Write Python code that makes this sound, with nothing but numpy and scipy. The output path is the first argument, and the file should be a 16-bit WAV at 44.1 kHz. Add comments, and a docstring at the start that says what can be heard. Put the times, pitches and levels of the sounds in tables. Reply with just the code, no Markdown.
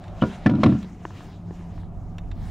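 """On the deck of a hollow plastic kayak, a freshly caught fish lies an arm's length from the microphone.
Faint water, a soft whirr, wind on the microphone and a far motor's hum are there from the start.
At 0.2 s the fish flops once with a clink of metal, then thrashes in a fast run of tail beats: each blow
booms in the hull, rings the deck panel and smacks wetly. From 0.8 s the fish is still, gear knocks and
ticks lightly and a hiss comes and goes; towards the end the wind rises."""
import sys
import numpy as np
from scipy import signal
from scipy.io import wavfile

SR = 44100
rng = np.random.default_rng(int(sys.argv[2]) if len(sys.argv) > 2 else 0)


def to_wav(s):
    """Save 16-bit WAV."""
    ch = np.atleast_2d(s).T  # columns
    pcm = np.round(np.clip(ch, -1, 1) * 32767)  # PCM
    wavfile.write(sys.argv[1], SR, pcm.astype(np.int16))


N = 110250
T = np.arange(N) / SR


def from_db(db):
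    """Decibels to gain."""
    return 10 ** (np.asarray(db) / 20)


def rms_one(x):
    """Scale to unit rms."""
    return x / np.sqrt(np.mean(x ** 2) + 1e-20)


def lean(db):
    """Left and right gains that put the left this many dB above the right."""
    return from_db(np.array([[db], [-db]]) / 2)


def butter(x, order, hz, kind):
    """Butterworth filter."""
    return signal.sosfilt(signal.butter(order, hz, kind, fs=SR, output="sos"), x)


def in_time(rows):
    """The columns of a curve at every sample."""
    times, *columns = np.transpose(rows)
    return [np.interp(T, times, column) for column in columns]


def at_hz(points, hz):
    """Read a table on a log-frequency axis."""
    freqs, values = np.transpose(points)
    return np.interp(np.log(hz), np.log(freqs), values)


def drift(rate):
    """Slow random wander of spread 1."""
    pole = np.exp(-80 * np.pi * rate / SR)
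    slow = signal.lfilter([1], [1, -2 * pole, pole * pole], rng.standard_normal(N // 40 + 2002))[2000:]
    return np.interp(np.arange(N) / 40, np.arange(len(slow)), rms_one(slow))


def clicks(times, levels_db):
    """One impulse per event."""
    out = np.zeros(N)
    np.add.at(out, (np.asarray(times) * SR).astype(int), from_db(levels_db))
    return out


def dying(impulses, t60):
    """Envelope of bursts that add in power and die away."""
    return np.sqrt(signal.lfilter([1], [1, -from_db(-120 / (t60 * SR))], impulses ** 2 + 1e-18))


def ring(impulses, hz, t60):
    """A unit click sets a sine of height 1 ringing."""
    r, w = from_db(-60 / (t60 * SR)), 2 * np.pi * hz / SR
    return signal.lfilter([0, np.sin(w)], [1, -2 * r * np.cos(w), r * r], impulses + 1e-18)


def body(impulses, modes):
    """All modes of an object struck together, alternating in sign, their strengths summing to 1."""
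    rings = sum((-1) ** k * from_db(db) * ring(impulses, hz, t60)
                for k, (hz, db, t60) in enumerate(modes))
    return rings / sum(from_db(db) for _, db, _ in modes)


# Stereo width of noise at the microphone. Each row: frequency in Hz, side against mid in dB.
STEREO_WIDTH = [(25, -4), (80, -61), (300, -28.5), (1000, -16), (4000, -15), (8000, -9.5), (13000, 0)]
def noise_bands(spectrum):
    """Centres in Hz and bands of stereo noise that together have rms 1."""
    edges = np.geomspace(18, 17000, 25)
    centres = np.sqrt(edges[1:] * edges[:-1])
    white, bands = rng.standard_normal((2, 2, N)), []
    for k, hz in enumerate(centres):
        mid, side = butter(white[k % 2], 2, edges[k:k + 2], "band")
        stereo = mid + from_db(at_hz(STEREO_WIDTH, hz)) * side * [[1], [-1]]
        bands.append(from_db(at_hz(spectrum, hz)) * stereo)
    return centres, np.array(bands) / np.std(sum(bands))


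# Balance of the background. Each row: frequency in Hz, left minus right in dB.
TREBLE_LEAN = [(6000, 0.5), (9000, 1), (13000, 6.5)]
def wash(spectrum, flicker_db):
    """Steady noise whose bands flicker a little; its top leans left."""
    return sum(band * from_db(flicker_db * drift(9.7)) * lean(at_hz(TREBLE_LEAN, hz))
               for hz, band in zip(*noise_bands(spectrum)))


# A motor far off. Each row: time in seconds, pitch in Hz, level in dB.
MOTOR_COURSE = [(0, 176.2, -40.5), (.9, 174, -46.5), (1.48, 172.6, -41.5), (1.69, 169.9, -38.5),
                (1.8, 168.8, -40.5), (2.4, 166.4, -40.5), (2.5, 172.7, -45)]
# Its partials. Each row: multiple of the pitch, relative level in dB.
HUM_PARTIALS = [(.565, -3), (1, -1.5), (2, -20.5)]
def motor(waver_db=3.5):
    """The far motor's wavering hum sinks slowly in pitch and lifts at the very end."""
    hz, db = in_time(MOTOR_COURSE)
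    turns = np.cumsum(hz * (1 + 0.0046 * drift(7.1))) / SR
    return sum(from_db(db + partial_db + waver_db * drift(14.8))
               * np.sqrt(2) * np.sin(2 * np.pi * (multiple * turns + rng.random()))
               for multiple, partial_db in HUM_PARTIALS)


# Water around the kayak. Each row: frequency in Hz, relative density in dB.
WATER_SPECTRUM = [(60, -3), (130, 0), (200, -5), (260, -10.5), (340, -10), (470, -29), (750, -23.5),
                  (880, -21.5), (1020, -33), (1400, -39), (2500, -70.5), (7000, -50.5), (9000, -65),
                  (15000, -75)]
def water(level_db=-42.5):
    """Open water washes low and steady."""
    return from_db(level_db) * wash(WATER_SPECTRUM, flicker_db=-2.5)


# Hiss in the background. Each row: frequency in Hz, relative density in dB.
HISS_SPECTRUM = [(300, 5), (900, 3.5), (1800, -1.5), (3000, -3.5), (4500, -10), (7000, -10.5), (10000, -29),
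                 (13000, -22.5), (16000, -28)]
# Its swells. Each row: time in seconds, level in dB.
HISS_SWELLS = [(0, -74), (.28, -52.5), (.5, -72.5), (.82, -52.5), (.97, -61.5), (1.22, -48.5),
               (1.43, -66.5), (1.56, -56.5), (1.68, -60.5), (1.78, -58.5), (1.9, -71.5), (2.32, -65),
               (2.46, -50)]
def hiss():
    """A broad hiss comes and goes."""
    return from_db(in_time(HISS_SWELLS)[0]) * wash(HISS_SPECTRUM, flicker_db=3.0)


# Whirr in the background. Each row: frequency in Hz, relative density in dB.
WHIRR_SPECTRUM = [(350, -39.5), (550, -9), (700, 7), (850, -11.5), (1100, -6), (1800, -56)]
# Its course. Each row: time in seconds, level in dB.
WHIRR_COURSE = [(0, -48.5), (.4, -50.5), (.7, -47), (.85, -62), (1.8, -56), (2.5, -55.5)]
def whirr(core_db=-1):
    """A soft midrange noise with a narrow, almost pitched core."""
    core = from_db(core_db) * rms_one(ring(rng.standard_normal(N), hz=723.5, t60=.04))
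    return from_db(in_time(WHIRR_COURSE)[0]) * (wash(WHIRR_SPECTRUM, flicker_db=2.4) + core)


# Wind right on the microphone. Each row: frequency in Hz, relative density in dB.
WIND_SPECTRUM = [(20, 12.5), (35, 18.5), (60, 13), (100, 5), (200, 0), (500, -57)]
# Its gusts. Each row: time in seconds, level in dB.
WIND_GUSTS = [(0, -38), (.7, -50), (.85, -73), (1.8, -36.5), (2.15, -35), (2.5, -29)]
def wind():
    """Air rumbles on the microphone, a little more on the right."""
    return from_db(in_time(WIND_GUSTS)[0]) * wash(WIND_SPECTRUM, flicker_db=0.5) * lean(db=-3)


# Rustle close by. Each row: frequency in Hz, relative density in dB.
RUSTLE_SPECTRUM = [(400, -2), (900, 3.5), (1800, 1), (3000, 0), (4500, -8.5), (7000, -16), (10000, -28),
                   (15000, -45)]
# Its swells. Each row: time in seconds, level in dB.
RUSTLE_SWELLS = [(0, -61), (.05, -56.5), (.14, -61.5), (.26, -48), (.35, -48), (.41, -56), (.455, -48.5),
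                 (.56, -57.5), (.62, -47.5), (.7, -48), (.82, -57.5), (.95, -79)]
def rustle():
    """A light rustle surrounds the thrashing and fades after it."""
    return from_db(in_time(RUSTLE_SWELLS)[0]) * wash(RUSTLE_SPECTRUM, flicker_db=2.5)


# Gear on the hull. Each row: start in seconds, relative levels of knock and low ring in dB.
GEAR_KNOCKS = [(0.845, -49, -29), (0.887, -44, -57), (1.0523, -19.5, -24), (1.1064, -34.5, -56),
               (1.207, -33.5, -54), (1.288, -39.5, -49), (1.5087, -38.5, -23.5), (1.610, -41.5, -42),
               (1.779, -39, -82), (1.833, -40, -55)]
# Modes of the knock and of the low ring. Each row: pitch in Hz, relative level in dB, t60 in seconds.
KNOCK_MODES = [(695, -16, 0.004), (990, 12.5, 0.011), (1760, 5, 0.0096), (2920, -1, 0.0081)]
LOW_RING_MODES = [(347, 16.5, 0.018), (560, -11, .025)]
def gear_knocks(gain_db=5.5):
    """Gear bumps the plastic: a dull knock over a hollow low ring."""
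    starts, knock_db, low_db = np.transpose(GEAR_KNOCKS)
    knocks = butter(body(clicks(starts, knock_db), KNOCK_MODES), 2, [400, 3000], "band")
    return from_db(gain_db) * knocks + body(clicks(starts, low_db), LOW_RING_MODES)


# Tackle on board. Each row: start in seconds, level in dB.
TACKLE_TAPS = [(0.04, -46.5), (0.081, -48), (0.829, -42), (0.845, -49.5), (2.1833, -38.5), (2.315, -41.5)]
# The noise of a tick. Each row: frequency in Hz, relative density in dB.
TICK_SPECTRUM = [(600, 11.5), (1800, 14), (2800, 2), (3700, 10.5), (4700, -18), (6800, -1.5), (9000, -28),
                 (15000, -34)]
# Its ring. Each row: pitch in Hz, relative level in dB, t60 in seconds.
TICK_MODES = [(1724, -0.5, 0.023), (2660, 0, 0.039), (3620, -1, 0.051), (3930, -7.5, 0.026),
              (5740, -8, 0.036), (7340, -9, 0.027)]
def tackle_ticks(ring_db=4):
    """Tackle taps sharply: a burst of noise and a short bright ring."""
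    taps = clicks(*np.transpose(TACKLE_TAPS))
    _, bands = noise_bands(TICK_SPECTRUM)
    return bands.sum(axis=0) * dying(taps, t60=0.032) + from_db(ring_db) * body(taps, TICK_MODES)


# Metal touching as the fish first moves. Each row: start in seconds, level in dB.
METAL_TAPS = [(0.213, -34.5), (0.2186, -25)]
# The metal's modes. Each row: pitch in Hz, relative level in dB, t60 in seconds.
METAL_MODES = [(2970, 4.5, 0.041), (3353, -8, 0.049), (3160, -7, 0.02)]
def metal_clink():
    """A small piece of metal rings from two quick taps."""
    return body(clicks(*np.transpose(METAL_TAPS)), METAL_MODES)


# The hollow hull below the microphone. Each row: pitch in Hz, relative level in dB, t60 in seconds.
HULL_MODES = [(77.3, -19, 0.74), (94, -1, 0.13), (129, 3, 0.095), (167, -18.5, .35), (187.57, -10.5, 0.54),
              (217, -1, 0.29), (248.3, -1.5, 0.22), (247.7, 6.5, 0.12), (287.7, -1.5, 0.19),
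              (320.7, -2, 0.12), (360, -43.5, 0.1)]
def hull_thumps(starts, levels_db, contact_hz=425, gain_db=5):
    """The fish's weight lands softly and booms in the hull, which radiates little deep bass."""
    push = butter(clicks(starts, levels_db) + 1e-18, 4, contact_hz, "low")
    return from_db(gain_db) * butter(body(push, HULL_MODES), 2, 84.8, "high")


def deck_thuds(starts, levels_db, lag_s=0.00467, gain_db=1.5):
    """The deck dips and springs back under each blow."""
    return -ring(clicks(starts + lag_s, levels_db + gain_db), hz=216, t60=0.0089)


# The deck panel under the fish. Each row: pitch in Hz, relative level in dB, t60 in seconds.
PANEL_MODES = [(384, -4.5, 0.3), (442, -6, 0.26), (507, 1, 0.11), (571, -4, 0.1), (643, 4, 0.053),
               (736, -1, .09), (967, -6, 0.15), (1073, 1, 0.029), (1205, -9.5, 0.081), (1303, -10, .07),
               (1351, -5.5, 0.14), (1426, -8, 0.15), (1746, -6, 0.048), (1957, -17, 0.079),
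               (2340, -12, 0.074), (2574, -9, 0.013), (3660, -21.5, 0.038)]
def panel_rings(starts, levels_db, spot_hz, spot_db=11, spot_octaves=0.13, lag_s=.004, gain_db=-17):
    """Each blow rings the deck panel, favouring the modes near the pitch of the spot it hits."""
    scatter_db = 4.5 * rng.standard_normal((len(starts), len(PANEL_MODES)))
    out = 0
    for k, (hz, mode_db, t60) in enumerate(PANEL_MODES):
        favour_db = spot_db * np.exp(-(np.log2(hz / spot_hz) / spot_octaves) ** 2)
        strikes = clicks(starts + lag_s, levels_db + mode_db + favour_db + scatter_db[:, k])
        out = out + (-1) ** (k // 4) * ring(strikes, hz, t60)
    return from_db(gain_db) * out


# Wet skin on plastic, heard close. Each row: frequency in Hz, relative density in dB.
SMACK_SPECTRUM = [(200, -1), (450, -1.5), (900, 6.5), (1600, 0.5), (3200, -9), (4500, -14), (6500, -40),
                  (9000, -38), (15000, -56.5)]
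# Its decay. Each row: frequency in Hz, t60 in seconds.
SMACK_DECAY = [(200, 0.06), (1000, 0.017), (3000, 0.043), (12000, 0.0093)]
def wet_smacks(starts, levels_db, lag_s=0.0045, rise_s=.0014, rattle_db=-22):
    """Wet skin flattens on the deck just after the first touch; loose gear shivers faintly after it."""
    hits = clicks(starts + lag_s, levels_db)
    rattle = from_db(rattle_db) * dying(hits, t60=0.11)
    pole = np.exp(-1 / (rise_s * SR))
    return sum(band * signal.lfilter([1 - pole], [1, -pole], dying(hits, at_hz(SMACK_DECAY, hz)) + rattle)
               for hz, band in zip(*noise_bands(SMACK_SPECTRUM)))


# The fish's blows, an arm's length away. Each row: start in seconds, relative levels of hull thump,
# panel ring and wet smack in dB, pitch that the struck spot favours in Hz.
FISH_BLOWS = [(0.2185, -3.5, -10, -28, 1350), (0.2337, -11, -14, -37, 1350), (0.4578, 1.5, -11, -19, 1750),
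              (0.4905, -12, -19, -28.5, 540), (0.5071, -3.5, -24.5, -40.5, 550),
              (0.5331, -4, -26, -47, 1510), (0.5465, -6, -32.5, -35.5, 600), (0.5623, -16, -35, -45, 1500),
              (0.5823, -6, -30, -66, 600), (0.601, -9, -40.5, -53, 600), (0.6298, -10, -8, -13.5, 1040),
              (0.6446, -3.5, -27, -38, 750), (0.657, 3.5, -17.5, -23, 1220), (0.6742, -1, -27, -50, 600),
              (0.6876, -14.5, -26.5, -36.5, 600), (0.6934, -5, -31.5, -50, 600),
              (0.7099, -3.5, -61, -52.5, 1000), (0.7188, -11, -25, -40, 1100), (0.733, -6.5, -39, -47, 600),
              (0.7484, -18.5, -33, -54, 1100)]
def thrashing_fish(port_lag_s=.00002):
    """The fish beats the deck, whose sound reaches the right microphone port slightly later."""
    starts, hull_db, panel_db, smack_db, spot_hz = np.transpose(FISH_BLOWS)
    left = hull_thumps(starts, hull_db) + deck_thuds(starts, panel_db)
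    left += panel_rings(starts, panel_db, spot_hz)
    right = np.interp(T - port_lag_s, T, left)
    return np.array([left, right]) + wet_smacks(starts, smack_db)


def scene():
    """The fish almost straight ahead of the microphone, gear nearby, open water all around."""
    on_board = thrashing_fish() + gear_knocks() + tackle_ticks() + metal_clink()
    return on_board + motor() + water() + wind() + hiss() + rustle() + whirr()


def record(dry):
    """Peaks stop at full scale and the top is cut above 15.7 kHz."""
    lowpass = signal.ellip(10, .1, 80, 15700, fs=SR, output="sos")
    return signal.sosfilt(lowpass, np.clip(dry, -1, 1))


dry = scene()
out = record(dry)
to_wav(out)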